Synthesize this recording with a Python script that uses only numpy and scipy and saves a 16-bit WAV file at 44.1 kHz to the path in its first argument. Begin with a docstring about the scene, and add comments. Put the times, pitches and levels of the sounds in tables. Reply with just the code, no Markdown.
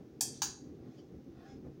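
"""A ceiling fan turns in a bedroom, with a low rush of air and a soft motor hum throughout.
The pull chain of its lamp is tugged and the switch snaps: a quick rattle of contacts that rings
the metal fitting and the glass shade. The chain slides back through its guide and the switch
snaps again. Then the freed chain jingles faintly, and clothes swish and weight shifts softly
as the person steps down."""
import sys
import numpy as np
from scipy import signal
from scipy.fft import rfft, irfft, next_fast_len
from scipy.io import wavfile
from scipy.ndimage import uniform_filter1d

SR = 44100
rng = np.random.default_rng(int(sys.argv[2]) if len(sys.argv) > 2 else 0)


def dump_mix(stems):
    """Bounce the given channels to the path in sys.argv[1] as a 16-bit WAV at rate SR."""
    frames = np.atleast_2d(stems).T  # one column per channel
    limited = np.clip(frames, -1, 1)  # hard clip at full scale
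    pcm = np.round(limited * 32767).astype(np.int16)
    wavfile.write(sys.argv[1], SR, pcm)


N = 79380
T = np.arange(N) / SR

# ratchet contacts as the chain is pulled, and as the spring takes it back: start_s, level_db
PULL_CONTACTS = [(0.2084, 0.5), (0.2098, 4.5), (0.2113, 3.5)]
RELEASE_CONTACTS = [(0.4191, 1), (0.4219, 2), (0.4241, -1.5), (0.4290, -5), (0.4320, -6.5), (0.4340, -8.5),
                    (0.4480, -12)]
# response of the switch housing, under tension and slack: frequency_hz, gain_db
TENSE_HOUSING = [(620, -26), (760, -8), (970, -15.5), (1350, -34), (1750, -11.5), (2050, -30), (2500, -12),
                 (2950, -30), (3300, -11.5), (4150, -17.5), (4600, 0), (5300, -2), (6600, -1.5), (8600, -2),
                 (9100, -10.5), (10600, -8.5), (11300, -6), (13000, -22.5), (15300, -7.5), (16200, -28.5)]
SLACK_HOUSING = [(680, -27), (790, -2), (980, -5.5), (1200, -10.5), (1600, -6), (2000, -20.5),
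                 (2600, -11.5), (3500, -11.5), (4600, -3), (5500, -3.5), (6600, 4), (7200, -5.5),
                 (7700, -13.5), (9600, -16.5), (10500, -24.5), (13000, -35), (15200, -9.5), (16200, -12)]
# modes of the lamp fitting and shade: pitch_hz, pull_db, release_db
FITTING_MODES = [(791, -57, -62), (1669, -62, -54), (1770, -59, -58), (2651, -61, -56), (3202, -53, -62),
                 (3311, -55, -60), (3970, -60, -48), (4492, -47, -48), (4728, -44, -46), (4767, -46, -47),
                 (5611, -41, -48), (5724, -49, -47), (5935, -47, -46), (6031, -41, -45), (6187, -44, -47),
                 (6499, -48, -40), (6626, -45, -39), (7040, -45, -44), (7099, -48, -46), (7304, -42, -51),
                 (7475, -46, -60), (7780, -46, -56), (8352, -43, -52), (8526, -40, -58), (9298, -45, -58),
                 (9674, -47, -53), (10800, -50, -66), (10800, -52, -68), (11160, -51, -68)]
# modes of the switch cup: pitch_hz, pull_db, release_db, t60_s
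CUP_MODES = [(780, -35, -39, .036), (835, -37, -32, .036), (935, -37.5, -32, 0.036)]
# slides of the chain through its guide: peak_s, level_db, half_width_s
CHAIN_SLIDES = [(0.345, -63, 0.011), (0.375, -59.5, 0.037)]
# friction of beads on the guide: frequency_hz, density_db
SLIDE_SPECTRUM = [(1500, -23), (2500, -9), (3050, -1), (3700, -3.5), (4400, 2.5), (6500, 3), (8500, -16),
                  (12000, -27)]
# shakes of the freed chain: peak_s, level_db, half_width_s
CHAIN_SHAKES = [(0.965, -77.5, .03), (0.998, -69.5, 0.017)]
# modes of the chain and its pendant: pitch_hz, level_db
CHAIN_MODES = [(3074, 3), (3354, -1), (4377, -8), (4727, 2.5), (5286, -7), (5733, -5), (6600, -9)]
# swishes of fabric: peak_s, level_db, half_width_s
FABRIC_SWISHES = [(0.97, -73.5, 0.087), (1.513, -67.5, 0.054)]
# the fabric's dull rub and bright swish: frequency_hz, density_db
RUB_SPECTRUM = [(300, -7), (700, 4.5), (1600, -9.5), (2400, -13.5), (5000, -18.5), (8000, -35)]
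SWISH_SPECTRUM = [(1000, -17), (2130, -8), (2600, -8), (3500, -1), (4050, 0), (4500, -5), (4850, -3.5),
                  (5250, 8), (6700, -1), (8000, -20), (12000, -31)]
# resonances in the rustle of stepping down: pitch_hz, level_db, peak_s
RUSTLE_BANDS = [(790, -64.5, 1.502), (1083, -72, 1.41), (1444, -74.5, 1.46), (1646, -71.5, 1.497),
                (1734, -74, 1.46), (2150, -76, 1.52), (3440, -75, 1.51), (5160, -74, 1.52)]
# shifts of weight: peak_s, level_db, half_width_s
WEIGHT_SHIFTS = [(0.13, -60, 0.02), (0.46, -56.5, 0.05), (0.712, -62, 0.05), (0.813, -56, 0.018),
                 (1.172, -54.5, 0.026), (1.30, -58, .018), (1.39, -58.5, .018), (1.56, -54.5, 0.045),
                 (1.665, -53, 0.035)]
# their soft thud: frequency_hz, density_db
THUD_SPECTRUM = [(25, -21.5), (50, -16), (75, 8.5), (105, -5.5), (145, -6), (200, -4.5), (250, -3.5),
                 (350, -18.5), (600, -38), (2000, -71)]
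# air stirred by the blades: frequency_hz, density_db
AIR_SPECTRUM = [(22, -30), (45, -11), (75, -12.5), (100, -4.5), (140, 2.5), (190, -2.5), (260, 0.5),
                (350, 1.5), (440, -6.5), (520, -11), (690, -22), (790, -17), (900, -32.5), (1100, -31),
                (2000, -39), (6000, -61.5)]
# rise and fall of that rush: time_s, level_db
AIR_ENVELOPE = [(0.0, -50), (0.12, -56), (0.30, -49), (0.36, -53.5), (0.48, -51), (0.58, -58),
                (0.63, -51.5), (0.73, -49.5), (0.78, -52), (0.886, -48), (0.93, -57), (0.985, -50.5),
                (1.085, -57), (1.125, -48), (1.245, -57), (1.278, -47.5), (1.33, -53.5), (1.47, -55),
                (1.585, -49), (1.615, -53), (1.68, -46.5), (1.74, -55), (1.8, -51)]
# partials of the motor hum: pitch_hz, level_db
HUM_PARTIALS = [(76, -74), (139, -66.5), (252.5, -66), (298, -68), (436, -71)]
# reverberation time of the bedroom: frequency_hz, t60_s
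ROOM_DECAY = [(800, 0.46), (2000, .32), (5000, 0.35), (7000, 0.3), (10000, .28), (15000, 0.16)]
# faint steady hiss: frequency_hz, density_db
HISS_SPECTRUM = [(300, 0), (1200, 0), (2200, -3), (3200, -6), (6300, -6), (7200, -14), (8000, -19),
                 (13900, -20), (15000, -11), (16200, -11)]

PULL_S, RELEASE_S = PULL_CONTACTS[0][0], RELEASE_CONTACTS[0][0]


def snap(contacts, housing, level_db, decay_s=0.0015):
    """Source and filter: brief impacts add in power; the housing colours them and their echoes."""
    power = sum((from_db(db) * (T >= s) * np.exp(-np.maximum(T - s, 0) / decay_s)) ** 2
                for s, db in contacts)
    crack = np.sqrt(power) * rng.choice([-1, 1], N)
    return from_db(level_db) * colour(crack + bedroom(power), housing)


def fitting(gain_db=-1.8, rise_s=0.0026):
    """Free vibration: both snaps excite the same damped modes, each in its own proportions."""
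    out = np.zeros(N)
    for hz, pull_db, release_db in FITTING_MODES:
        t60 = 1.2 * at_hz(ROOM_DECAY, hz)  # slightly outlasts the room
        for s, db in ((PULL_S, pull_db), (RELEASE_S, release_db)):
            rise = 1 - np.exp(-np.maximum(T - s, 0) / rise_s)
            out += from_db(db + gain_db) * rise * dying(s, t60) * sine(hz)
    return out


def cup_knock(rise_s=0.007):
    """Heavy damping: the cup's modes build up over each rattle and die as a short hollow knock."""
    out = np.zeros(N)
    for hz, pull_db, release_db, t60 in CUP_MODES:
        for s, db in ((PULL_S, pull_db), (RELEASE_S, release_db)):
            rise = np.clip((T - s) / rise_s, 0, 1)
            out += from_db(db) * rise * dying(s, t60) * sine(hz)
    return out


def chain(ticks_per_s=600, t60_s=0.18):
    """Friction, then impact: beads scrape the guide, then collide and excite the chain's modes."""
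    slide = swells(CHAIN_SLIDES) * colour(ringing_noise(), SLIDE_SPECTRUM)
    shake = swells(CHAIN_SHAKES)
    ticks = shake * (rng.random(N) < ticks_per_s / SR) * rng.standard_normal(N)
    jingle = 0
    for hz, db in CHAIN_MODES:
        mode = dying(0, t60_s) * np.sin(2 * np.pi * hz * T)
        jingle += from_db(db) * rms_one(signal.fftconvolve(ticks, mode)[:N])
    return slide + rms_one(jingle) * np.sqrt(np.mean(shake ** 2))


def clothes(rub_db=4, rub_lead_s=0.068):
    """Friction noise: a dull rub of fabric leads each bright swish."""
    rubbing = sum(from_db(db + rub_db) * swell(s - rub_lead_s, half_width_s=0.091)
                  for s, db, _ in FABRIC_SWISHES)
    rub = rubbing * colour(ringing_noise(), RUB_SPECTRUM)
    swish = swells(FABRIC_SWISHES) * colour(ringing_noise(), SWISH_SPECTRUM)
    return rub + swish


def rustle():
    """Narrow-band noise: unsteady resonances swell in turn as the person steps down."""
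    out = np.zeros(N)
    for hz, db, s in RUSTLE_BANDS:
        band = np.real(drift(rate_hz=14) * np.exp(2j * np.pi * hz * T))
        out += from_db(db) * swell(s, half_width_s=0.045) * band
    return out


def thuds():
    """Soft impact: weight shifts slowly, so its energy lies at low frequencies."""
    return swells(WEIGHT_SHIFTS) * even_noise(THUD_SPECTRUM)


def fan(waver_depth=0.55, air_db=-0.5):
    """Broadband and tonal noise: stirred air and wavering motor partials swell together."""
    level_db = np.interp(T, *np.transpose(AIR_ENVELOPE))
    air = from_db(air_db + level_db) * even_noise(AIR_SPECTRUM)
    hum = 0
    for hz, db in HUM_PARTIALS:
        waver = 1 + waver_depth * drift(rate_hz=3.1)
        carrier = np.exp(2j * np.pi * (hz * T + rng.random()))
        hum += from_db(db) * np.sqrt(2) * np.real(waver * carrier)
    return air + hum * from_db(level_db - level_db.mean())


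def bedroom(power, early_db=-4.5, early_t60_s=0.086, tail_db=-2.5, first_echo_s=0.005):
    """Reverberation: close echoes off ceiling and blades, then a tail whose treble dies sooner."""
    def envelope(t60):
        shape = dying(first_echo_s, t60) ** 2
        return np.sqrt(np.abs(signal.fftconvolve(power, shape / shape.sum())[:N]))
    white = rfft(rng.standard_normal(N))
    hz = np.arange(N // 2 + 1) * SR / N
    edges_hz = np.geomspace(300, 20000, 13)
    tail = 0
    for low, high in zip(edges_hz, edges_hz[1:]):
        band = irfft(white * (hz >= low) * (hz < high), N)
        tail += band * envelope(at_hz(ROOM_DECAY, np.sqrt(low * high)))
    early = envelope(early_t60_s) * rng.standard_normal(N)
    return from_db(tail_db) * tail + from_db(early_db) * early


def hiss(level_db=-74.3):
    """Stationary noise: a faint, steady floor."""
    return from_db(level_db) * colour(rng.standard_normal(N), HISS_SPECTRUM)


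def ringing_noise(t60_s=0.021):
    """Convolution with a random decay gives noise many resonances at random pitches."""
    noise = rng.standard_normal(N)
    response = dying(0, t60_s) * rng.standard_normal(N)
    return rms_one(signal.fftconvolve(noise, response)[:N])


def even_noise(spectrum, window_s=0.03):
    """Coloured noise divided by its running rms loses its chance swells."""
    noise = colour(rng.standard_normal(N), spectrum)
    return noise / np.sqrt(uniform_filter1d(noise ** 2, int(window_s * SR)) + 1e-20)


def colour(x, spectrum):
    """Minimum-phase (causal) filter of unit power gain with the given spectrum."""
    size = 2 * next_fast_len(N)
    hz = np.arange(size // 2 + 1) * SR / size
    gain = rms_one(from_db(at_hz(spectrum, hz)))
    cepstrum = irfft(np.log(gain))[:size // 2]
    cepstrum[0] /= 2
    return irfft(rfft(x, size) * np.exp(rfft(2 * cepstrum, size)))[:N]


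def drift(rate_hz):
    """Random modulation of amplitude and phase: slow complex noise, each part of unit rms."""
    hz = np.arange(N // 2 + 1) * SR / N
    real, imaginary = irfft(rfft(rng.standard_normal((2, N))) / (1 + (hz / rate_hz) ** 2), N)
    return rms_one(real) + 1j * rms_one(imaginary)


def sine(hz):
    """Simple harmonic motion of random phase."""
    return np.sin(2 * np.pi * (hz * T + rng.random()))


def dying(start_s, t60):
    """Exponential decay: jumps to 1, then falls 60 dB in t60."""
    return (T >= start_s) * np.exp(-np.log(1000) * np.maximum(T - start_s, 0) / t60)


def swell(peak_s, half_width_s):
    """Gaussian envelope of height 1."""
    return np.exp(-((T - peak_s) / half_width_s) ** 2)


def swells(rows):
    """Sum of Gaussian envelopes."""
    return sum(from_db(db) * swell(s, half_width_s) for s, db, half_width_s in rows)


def at_hz(points, hz):
    """Interpolation on a log-frequency axis."""
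    f, value = np.transpose(points)
    return np.interp(np.log(np.maximum(hz, 1)), np.log(f), value)


def from_db(db):
    """Decibels to amplitude ratio."""
    return 10 ** (np.asarray(db) / 20)


def rms_one(x):
    """Normalisation to unit rms."""
    return x / np.sqrt(np.mean(x ** 2) + 1e-20)


def scene():
    """Superposition: switch, chain, fan, movement and hiss add in one channel."""
    pull = snap(PULL_CONTACTS, TENSE_HOUSING, level_db=-25.5)
    release = snap(RELEASE_CONTACTS, SLACK_HOUSING, level_db=-25)
    switch = pull + release + cup_knock() + fitting()
    return (switch + chain() + fan() + clothes() + rustle() + thuds() + hiss())[None]


def record(dry):
    """An elliptic low-pass filter cuts the highest treble steeply."""
    cutoff_hz = 15850
    return signal.sosfilt(signal.ellip(10, .2, 70, cutoff_hz, fs=SR, output="sos"), dry)


dry = scene()
out = record(dry)
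dump_mix(out)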